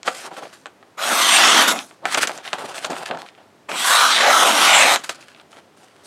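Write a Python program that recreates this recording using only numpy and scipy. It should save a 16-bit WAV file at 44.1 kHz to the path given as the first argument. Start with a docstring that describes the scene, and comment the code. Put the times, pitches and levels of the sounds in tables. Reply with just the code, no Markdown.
"""A hand-held sheet of paper rustles and its creases snap; then a sharp knife slices it in two strokes, more handling
following each. Parting fibres are random impulses that drive the sheet's resonances, which shift as the strip curls away.
Rustle is coloured impulse noise and hiss with scuffed envelopes; each snap is a click with a dying crackle, ringing the sheet.
A small quiet room answers with a decaying noise tail, and faint steady air and microphone hiss lie beneath."""
import sys
import numpy as np
from scipy import signal
from scipy.fft import rfft, irfft, next_fast_len
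from scipy.io import wavfile
from scipy.ndimage import uniform_filter1d, map_coordinates

SR = 44100
rng = np.random.default_rng(int(sys.argv[2]) if len(sys.argv) > 2 else 0)


def ratio(d):
    """dB to gain"""
    e = np.asarray(d, float) / 20
    return 10 ** e


def log_audio(samples):
    """Write samples as a 16-bit WAV file to the path given in sys.argv[1]."""
    # one column per channel
    frames = np.atleast_2d(samples).T
    # limit to full scale, then quantise
    limited = np.clip(frames, -1, 1)
    pcm = np.round(limited * 32767).astype(np.int16)
    wavfile.write(sys.argv[1], SR, pcm)


N = 267598  # samples

# One list per knife stroke, before a common trim: (t/s, blade pressure level/dB, slack of the strip/dB, brightness/dB,
# curl/dB, whistle/dB, edge resonance f/Hz, top resonance f/Hz)
BLADE_STROKES = [
    [(0.972, -51, 16.5, -10, 1.5, -12, 3450.0, 8000), (0.982, -32.5, 5, -8, -2.5, -12, 3330.0, 8050.0),
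     (1.03, -21, -2, -2.5, 2.5, -0.6, 3240.0, 7900), (1.12, -16, 5, -3.5, 1, -3.5, 3380.0, 8700),
     (1.18, -14.5, -4, 1.5, 4, -0.5, 3510.0, 8370), (1.26, -15.5, -1, 6, 2.1, 1.5, 3330.0, 8780),
     (1.36, -12.5, -5, 4.5, -0.5, 3, 3010.0, 8330.0), (1.44, -11.5, -3, 2.2, -3.5, -10.5, 3090.0, 8090.0),
     (1.52, -12.5, 5.5, 0.7, -5.5, -11.5, 3250.0, 7100), (1.62, -11, 1, -0.5, 0.5, -6, 3270.0, 7900),
     (1.67, -19, 6, -2.5, -3.5, -6.8, 3520.0, 8390.0), (1.685, -10.5, -0.6, 6.5, 4, -11, 3600.0, 8140.0),
     (1.702, -18.5, 5, 6, 0, -7.5, 3680, 8210), (1.718, -15.5, 0.5, 4, 5.7, -6, 3600.0, 8230),
     (1.74, -28.5, 17, -3.8, 3, -0.5, 3650.0, 7570.0), (1.8, -31, 10, 0.5, 0, -3, 3440.0, 8060.0),
     (1.87, -50, 9, 7, 10.5, -5, 3520.0, 8390.0)],
    [(3.684, -54, 13, 1.5, -2.6, -4.5, 3090.0, 7850), (3.694, -26, 8.5, -7.5, -3.5, 1, 3000.0, 7730.0),
     (3.735, -31, 13, -1, -1, 3, 3180.0, 8010.0), (3.78, -24, -3, 5, 1.5, 2, 3450.0, 7730.0),
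     (3.88, -14, -9.5, 0.5, 8, -1.5, 3550.0, 7560), (3.97, -13, -11, 0, 4.5, -3, 3720.0, 8230.0),
     (4.06, -15.5, -3, 1.5, -0.5, -11, 3540.0, 7990.0), (4.16, -17, -3.5, 1.2, -3.3, 0, 3560.0, 8580.0),
     (4.26, -14.5, 2.7, -6, -4, -2, 3440.0, 7700), (4.36, -13.5, -0.5, -0.5, 3.5, -6, 3520.0, 8020),
     (4.45, -12, 0, -5, 0.3, -4, 3240.0, 8460), (4.55, -14.1, 4.5, -2.5, -1.2, -4.5, 3060.0, 8450),
     (4.65, -11, 1.5, 1.1, 0.5, -7, 3170.0, 7540), (4.75, -12, 0.7, -1.5, -3, 5, 3230.0, 7450),
     (4.86, -13, 5, -2, -4, 2, 3620.0, 7810.0), (4.95, -11.5, 1, -3, 1, 0, 3660.0, 7800),
     (4.985, -41, 7, -1, -9, -12, 3640.0, 8300), (5.005, -42, 6.5, 12, -3.3, -9, 3350.0, 7840.0)],
]
# Resonances of the sheet: (f/Hz, width/Hz, level re blade pressure/dB); strokes move the centres of rows 4 to 6
SHEET_MODES = [(282, 74, -23), (726, 403, -9), (1258, 640, -5.5), (2184, 920, -7), (3440, 1310, -3.5),
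               (6270, 3200, -9), (7930, 1800, -10.5), (10900, 6600, -10)]
# Response of each sheet resonance: (dB per dB of slack, of brightness, of curl, of whistle)
MODE_ANSWERS = [(1.23, 0.82, 0.2, -0.33), (0.64, -0.59, .25, 0.34), (-0.37, -0.39, -0.06, -0.55),
                (0.14, -.01, -0.9, 0.45), (-0.28, .5, -0.46, 0.19), (0.15, .45, -0.1, -0.27),
                (-0.16, 0.39, 0.3, 1.5), (0.2, 0.12, 1, -0.033)]
# Sheet flexing and sliding over fingers and blade, before the layer trims:
# (t/s, level/dB, hiss over flexing/dB, swell across the scuff/dB, scraping over level/dB)
SCUFFS = [(0.043, -31, -9, 20.5, -6.5), (0.087, -35.5, -0.5, -2.5, -7), (0.142, -34.5, 6, -1.8, -5.5),
          (0.241, -33.5, -1.5, -7.5, -5.5), (0.273, -37.5, -16, -25, -11.5), (0.307, -33, -21.5, 4, -13.5),
          (0.332, -40.4, -4, -4, -4), (0.368, -35.5, -4, -0.5, -5), (0.398, -40.5, -7.8, -5.6, -6.6),
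          (0.421, -31.5, -17, -5.5, -13.5), (0.475, -47, -1, -4, -7), (0.526, -45.5, 6, -7.5, -5),
          (0.572, -57.5, 1, -14, -8), (0.658, -61, -12, -27, -14), (1.867, -47.5, 13, -3, -9),
          (1.905, -54.5, -6, -16, -11), (2.019, -35, -34.5, 8, -21), (2.039, -27, -37, -5, -14.9),
          (2.053, -28.5, -2.5, 0, -1), (2.101, -26.0, 6, 2.5, -1), (2.144, -29.5, -3.7, -26, 1),
          (2.172, -19.5, 0.3, -1.2, -1.5), (2.194, -23, 9, 11.5, -2.5), (2.231, -21.8, -6, -17, -3.5),
          (2.259, -33.2, -23, -1.3, -9), (2.272, -25.5, 3, -20.5, -2.5), (2.292, -30, -10, -6, -11.5),
          (2.349, -38.5, -2, 2, -4.6), (2.385, -43.4, -14, -10, -3), (2.424, -40.5, -4, 8, 0.5),
          (2.454, -33.5, -3, -4.5, 0), (2.491, -45, 0, 6.5, 2), (2.527, -32, -12, -9, -7),
          (2.58, -27.5, -12, -7.5, -10), (2.653, -32.5, -3.5, -3.5, -6.5), (2.707, -35, -3, -5, -5.5),
          (2.739, -30, 0.8, 1, -7), (2.791, -37.5, -2.5, 6, -3.5), (2.826, -30, -2.5, 6, -3.5),
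          (2.847, -28, -4, -9, -9.5), (2.87, -38.5, -16.5, 5, -8.7), (2.896, -24.5, -15, -1.5, -12.5),
          (2.953, -31, -2.5, -3, -7), (3.008, -27, -12.5, 3, -11), (3.035, -39.5, -11.5, -2, -6),
          (3.056, -33.5, 1.3, -3.9, -1), (3.082, -34.5, -14, -4, -11), (3.102, -24, -37, -10, -20),
          (3.13, -31, -24, -9, -16), (3.186, -39.5, -10, -15, -7), (3.257, -51.5, 5, -9.5, 3),
          (3.305, -57, -12, -9.5, -5), (3.377, -52, -20, -17, -8.5), (5.007, -44, 4.5, -3, 0),
          (5.037, -38, 4.5, -20.5, -4), (5.091, -36, 3, -27.5, -2), (5.139, -44, 5, -0.5, -3),
          (5.16, -47, -4.5, 0.5, -3), (5.204, -48.5, 7, -4.8, -3.7), (5.255, -52, 9, 2, 0),
          (5.335, -53.5, -3, 9.5, 0), (5.415, -57.5, -10.7, 1, -7), (5.505, -49.9, -2, 6, -6),
          (5.548, -45, -8, 4.5, -4.5), (5.59, -58.5, -13.5, -19, -6), (5.764, -49.5, -4, 3, -9),
          (5.847, -59.5, -2, -1.5, 0), (5.94, -54.5, -5, 4, -4), (6.034, -43, 7, -2, -14)]
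# Relative spectrum of the flexing sheet: (f/Hz, level/dB per Hz)
FLEX_SPECTRUM = [(60, -48.5), (130, -9.5), (200, -12.5), (330, -6), (470, -5.5), (650, -0.5), (800, -0.5),
                 (1400, -12), (2200, -45)]
# Relative spectrum of the scraping grains: (f/Hz, level/dB per Hz)
SCRAPE_SPECTRUM = [(500, -30), (1100, 2), (1400, 7), (2200, 1), (3100, 1.5), (4400, -8), (7000, -29)]
# Relative spectrum of the sliding hiss: (f/Hz, level/dB per Hz)
SLIDE_SPECTRUM = [(2650, -22.5), (4500, -10.5), (5390, -11), (8880, -11), (15000, -20), (16000, -21)]
# Creases that buckle, before the body and crack trims: (t/s, body peak level/dB, pitch f/Hz, crack peak level/dB)
CREASE_SNAPS = [(0.0313, -23.5, 2950, -18), (0.07, -17.6, 2060, -14), (0.078, -7, 1440, -21),
                (0.0816, -7, 1490, -14), (0.0908, -23, 1420, -29.7), (0.0983, -25, 1520, -33.3),
                (0.316, -31, 820, -57.5), (0.367, -27, 1660, -41.4), (0.432, -29, 1160, -45.1),
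                (0.454, -29.8, 1040, -43.3), (0.501, -40, 2500, -42.0), (0.529, -35, 1760, -39.4),
                (0.574, -46, 3000, -46.0), (0.6583, -19.5, 1610, -26), (0.667, -27.5, 1500, -29),
                (0.8277, -36, 1210, -54.6), (0.9798, -32, 1486, -39.7), (1.678, -16, 1850, -11.5),
                (1.684, -14, 2330, -10), (1.693, -12, 3400, -8.2), (1.7138, -6, 2050, -6),
                (1.7325, -25.7, 1700, -23.2), (1.76, -19.5, 1100, -29.6), (1.7903, -11, 2670, -15),
                (1.9111, -34, 1470, -45), (2.0243, -47, 870, -58.7), (2.0547, -5.5, 1540, -12),
                (2.143, -22, 2230, -14), (2.1463, -9, 2520, 1.5), (2.149, -5.5, 2030, -15),
                (2.175, -11, 1800, -17.2), (2.2175, -22, 2540, -21.2), (2.2325, -5.5, 2830, -8),
                (2.2729, -20.1, 2110, -3.5), (2.275, -12.5, 2390, -16), (2.295, -15.5, 885, -33.5),
                (2.3101, -23.3, 930, -34.5), (2.3771, -30.5, 1380, -17), (2.386, -32.6, 1580, -36),
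                (2.4528, -23.1, 2500, -36.5), (2.4773, -17.5, 3350, -30.1), (2.5314, -4.5, 2300, -11),
                (2.5857, -24, 900, -33.4), (2.66, -29, 970, -34.2), (2.745, -25, 1550, -30.5),
                (2.781, -18.5, 2950, -26.1), (2.8458, -10, 2350, -23.4), (2.8495, -8.5, 2410, -9.5),
                (2.9033, -20, 1180, -16.5), (2.9309, -18.5, 920, -35.1), (2.966, -21, 1220, -38.5),
                (3.057, -24, 2340, -36.3), (3.0894, -23, 2450, -45.1), (3.0985, -33, 910, -46.9),
                (3.1116, -10.5, 1720, -30), (3.1483, -24, 800, -54.1), (3.173, -24.5, 1160, -26),
                (3.263, -29.5, 2790, -48.5), (3.2877, -28.5, 3230, -46), (3.3504, -38.2, 3260, -56),
                (3.378, -46, 1050, -65.7), (3.69, -24.9, 1230, -40), (3.7166, -11, 1900, -27),
                (3.7577, -18.5, 1450, -25.8), (4.9599, -2.5, 2260, -3), (5.045, -22, 3140, -26.6),
                (5.0944, -10, 2420, -10), (5.1481, -34, 2460, -30), (5.209, -39.0, 2950, -35),
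                (5.227, -32, 2690, -40.7), (5.288, -33, 2050, -45.2), (5.3476, -32.5, 2980, -45.8),
                (5.3628, -38.7, 3110, -51.3), (5.399, -32, 3240, -47), (5.518, -42.4, 2860, -34),
                (5.5298, -33, 1710, -47), (5.774, -48.5, 1230, -49), (5.8138, -51, 1200, -50.3),
                (5.8324, -42, 2840, -41.9)]
# Reverberation of the walls: (f/Hz, 60 dB decay time/s)
WALL_DECAY = [(200, 0.31), (2000, 0.16), (10000, 0.13)]
# Relative spectrum of the room tone: (f/Hz, level/dB per Hz)
ROOM_TONE_SPECTRUM = [(15, -46.5), (25, -50.5), (92, -2), (416, 3.5), (463, -0.5), (560, 1), (677, -0.5),
                      (9070, -23), (16000, -35)]
# Microphone response: (f/Hz, gain/dB)
MICROPHONE = [(25, -30.5), (90, -12.5), (170, 0.5), (9000, -2.5), (14000, -12.5), (16000, -19)]


def strokes():
    """Forced resonance: parting fibres drive modes whose strengths and centres follow the blade along the sheet."""
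    parting = fibres(per_s=18000, spread_db=0.7, clump_db=0.68, clump_rate=110)
    f, t, z = signal.stft(parting, SR, nperseg=512, noverlap=384)
    pressure_db, *shape_db, edge_hz, top_hz = curves(BLADE_STROKES, t)
    strength_db = pressure_db + np.array(MODE_ANSWERS) @ shape_db
    centres = [np.full(len(t), hz) for hz, _, _ in SHEET_MODES]
    # the upper resonance lies just above the geometric mean of edge and top
    upper_hz = 1.155 * np.sqrt(edge_hz * top_hz)
    centres[4:7] = edge_hz, upper_hz, top_hz
    power = 0
    for (_, width, db), hz, level in zip(SHEET_MODES, centres, strength_db):
        band = abs(resonance(f[:, None], hz, width)) ** 3.55
        power = power + ratio(2 * (level + db)) * SR / width * band
    cutting = sum((t > rows[0][0]) & (t < rows[-1][0]) for rows in BLADE_STROKES)
    cut = signal.istft(z * np.sqrt(power) * cutting, SR, nperseg=512, noverlap=384)[1][:N]
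    return ratio(-3.0) * streaked(cut, streak_db=2.48, patch_db=1.5)


def fibres(per_s, spread_db, clump_db, clump_rate):
    """Shot noise: tiny breaks of random sign at random moments, of uneven size, with clumped strength."""
    breaks = (rng.random(N) < per_s / SR) * rng.standard_normal(N)
    size_db = spread_db * rng.exponential(1, N) + clump_db * wobble(clump_rate)
    return unit(breaks * ratio(size_db))


def resonance(f, hz, width_hz):
    """Damped harmonic oscillation: a causal band response with gain 1 at its centre."""
    return 1j * f * width_hz / (hz * hz - f * f + 1j * f * width_hz)


def rustle():
    """Friction and bending: flexing, scraping and sliding set in at once, swell or fade, and share the hand's jerks."""
    envelopes = scuff_envelopes()
    jerk = wobble(70)
    bends = fibres(per_s=2500, spread_db=0.0, clump_db=2.5, clump_rate=31)
    grains = fibres(per_s=10000, spread_db=2.5, clump_db=-0.4, clump_rate=340)
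    hiss = grains + 0.6 * rng.standard_normal(N)
    flex = envelopes[0] * ratio(0.89 * jerk) * coloured(bends, FLEX_SPECTRUM)
    scrape = envelopes[1] * ratio(0.83 * jerk) * coloured(grains, SCRAPE_SPECTRUM)
    slide = envelopes[2] * ratio(2.4 * jerk) * coloured(hiss, SLIDE_SPECTRUM)
    return streaked(flex + scrape + slide, streak_db=1.5, patch_db=1.05)


def scuff_envelopes():
    """Energy division: flexing and hiss share each scuff's power; scraping has its own level; all decay exponentially."""
    longest_s, flex_trim_db, slide_trim_db = 0.11, -3.5, -2.5
    shape = np.zeros((3, N + SR))
    ends = [row[0] for row in SCUFFS[1:]] + [N / SR]
    for (s, db, hiss_db, swell_db, scrape_db), end in zip(SCUFFS, ends):
        # a scuff lasts until the next one, or the longest duration
        length = max(round(min(end - s, longest_s) * SR), 9)
        u = np.linspace(-.5, .5, length)
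        flex_db = db - 10 * np.log10(1 + ratio(2 * hiss_db))
        layer_db = np.array([flex_db + flex_trim_db, db + scrape_db, flex_db + hiss_db + slide_trim_db])
        start = round(s * SR)
        shape[:, start:start + length] += ratio(layer_db[:, None] + swell_db * u)
    fade = np.exp(-np.arange(SR // 20) / (0.0022 * SR))  # time constant 2.2 ms
    return signal.fftconvolve(shape, fade[None] / fade.sum(), axes=1)[:, :N]


def snaps():
    """Impulse excitation: each buckling crease is a click with a dying crackle that rings the sheet's modes.

    Body modes near its pitch ring most, the treble cracks, and the low body lasts longest."""
    s, peak_db, pitch_hz, crack_db = np.transpose(CREASE_SNAPS)
    off_pitch_db_per_octave = 9
    body_db = []
    for k in (2, 1, 4):
        octaves = abs(np.log2(pitch_hz / SHEET_MODES[k][0]))
        body_db.append(peak_db + 3.5 - off_pitch_db_per_octave * octaves)
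    levels_db = [*body_db, crack_db - 1.0]
    groups = [SHEET_MODES[2:3], SHEET_MODES[1:2], SHEET_MODES[3:5], SHEET_MODES[5:7]]
    crackle_t60_s = [0.0403, 0.0416, 0.01794, 0.00832]

    t, f = np.arange(4096) / SR, np.fft.rfftfreq(8192, 1 / SR)
    chance = rng.standard_normal((len(s), 2, len(t)))
    crackle = chance[:, 0] * (chance[:, 1] > .7)  # sparse impulses
    places = np.round(s * SR).astype(int)[:, None] + np.arange(len(t))
    out = np.zeros(N + len(t))
    for modes, db, t60 in zip(groups, levels_db, crackle_t60_s):
        drive = crackle * ratio(-60 * t / t60)
        drive[:, 0] = 5.6  # the click
        # neighbouring modes ring in opposite sign, each band widened and used twice
        ring = sum((-1) ** k * resonance(f, hz, 1.6 * width) ** 2 for k, (hz, width, _) in enumerate(modes))
        burst = irfft(rfft(drive, 8192) * ring)[:, :len(t)]
        burst *= (ratio(db) / abs(burst).max(1))[:, None]
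        out += np.bincount(places.ravel(), burst.ravel(), len(out))[:len(out)]
    return out[:N]


def streaked(x, streak_db, patch_db):
    """Uneven radiation: the bending sheet gives narrow streaks of gain and patches that drift upward as it curls."""
    z = signal.stft(x, nperseg=512, noverlap=384)[2]
    streaks = blurred_noise(z.shape, bins=3, frames=36)
    patches = blurred_noise(z.shape, bins=8, frames=30)
    row, column = np.indices(z.shape)
    rising = patches[(row - column // 7) % len(z), column]  # one bin up every 7 frames
    treble = np.clip(row / 70, .15, 1)  # short waves scatter most
    gain_db = streak_db * streaks + patch_db * treble * rising
    return signal.istft(z * ratio(gain_db), nperseg=512, noverlap=384)[1][:N]


def blurred_noise(shape, bins, frames):
    """Correlated randomness: noise averaged over neighbouring frequencies and times, rms 1."""
    noise = uniform_filter1d(rng.standard_normal(shape), size=bins, axis=0)
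    return unit(uniform_filter1d(noise, size=frames, axis=1))


def room(x):
    """Reverberation: the walls answer with diffuse noise, each frequency dying at its own speed."""
    hz, t, z = signal.stft(rng.standard_normal(SR // 3), SR, nperseg=256)
    decay = ratio(-60 * t / along(WALL_DECAY, hz)[:, None])
    tail = signal.istft(z * decay, SR, nperseg=256)[1]
    delayed = np.pad(x, (200, 0))  # samples
    return signal.fftconvolve(delayed, tail / np.linalg.norm(tail))[:N]


def room_tone():
    """Stationary noise: faint steady air and microphone hiss."""
    return ratio(-53.5) * coloured(rng.standard_normal(N), ROOM_TONE_SPECTRUM)


def coloured(x, spectrum):
    """Spectral shaping: x weighted by a table of level against frequency, rms 1."""
    return unit(filtered(x, lambda hz: ratio(along(spectrum, hz))))


def filtered(x, response):
    """Linear filtering: the spectrum of x times a complex response of frequency."""
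    m = next_fast_len(N + SR // 2)
    return irfft(rfft(x, m) * response(np.fft.rfftfreq(m, 1 / SR)), m)[..., :N]


def wobble(rate):
    """Slow modulation: a smooth random curve through `rate` knots a second."""
    knots = rng.standard_normal(int(N * rate / SR) + 4)
    return map_coordinates(knots, [np.arange(N) * rate / SR])


def curves(tables, t):
    """Linear interpolation in time: each column after the first, read at times t."""
    s, *cols = np.transpose(np.concatenate(tables))
    return np.array([np.interp(t, s, c) for c in cols])


def along(points, hz):
    """Interpolation on a logarithmic frequency axis through (f/Hz, value) points."""
    f, v = np.transpose(points)
    return np.interp(np.log(hz + 1), np.log(f + 1), v)


def unit(x):
    """Normalisation of mean power: x scaled to rms 1."""
    return x / np.sqrt(np.mean(x ** 2) + 1e-20)


def scene():
    """Superposition: the paper, its creases and their echoes reach the microphone, and the room tone is added."""
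    creases = snaps()
    paper = strokes() + rustle()
    echo = ratio(-18) * room(paper) + ratio(-12.5) * room(creases)
    near = paper + creases + echo
    heard = filtered(near, lambda hz: ratio(along(MICROPHONE, hz)))
    return (heard + room_tone())[None]


def band_limit(x):
    """A steep low-pass at the top of the band."""
    return signal.sosfilt(signal.butter(12, 16510, fs=SR, output="sos"), x)


def record(dry):
    """Saturation and band limiting: loud peaks are rounded softly, deep bass is cut and the extreme treble removed."""
    bass_cut_hz, top_hz = 35, 16000
    soft = dry / (1 + abs(dry / .9) ** 6) ** (1 / 6)
    mix = filtered(soft, lambda hz: (hz < top_hz) * hz ** 2 / (hz ** 2 + bass_cut_hz ** 2))
    return band_limit(mix)


dry = scene()
out = record(dry)
log_audio(out)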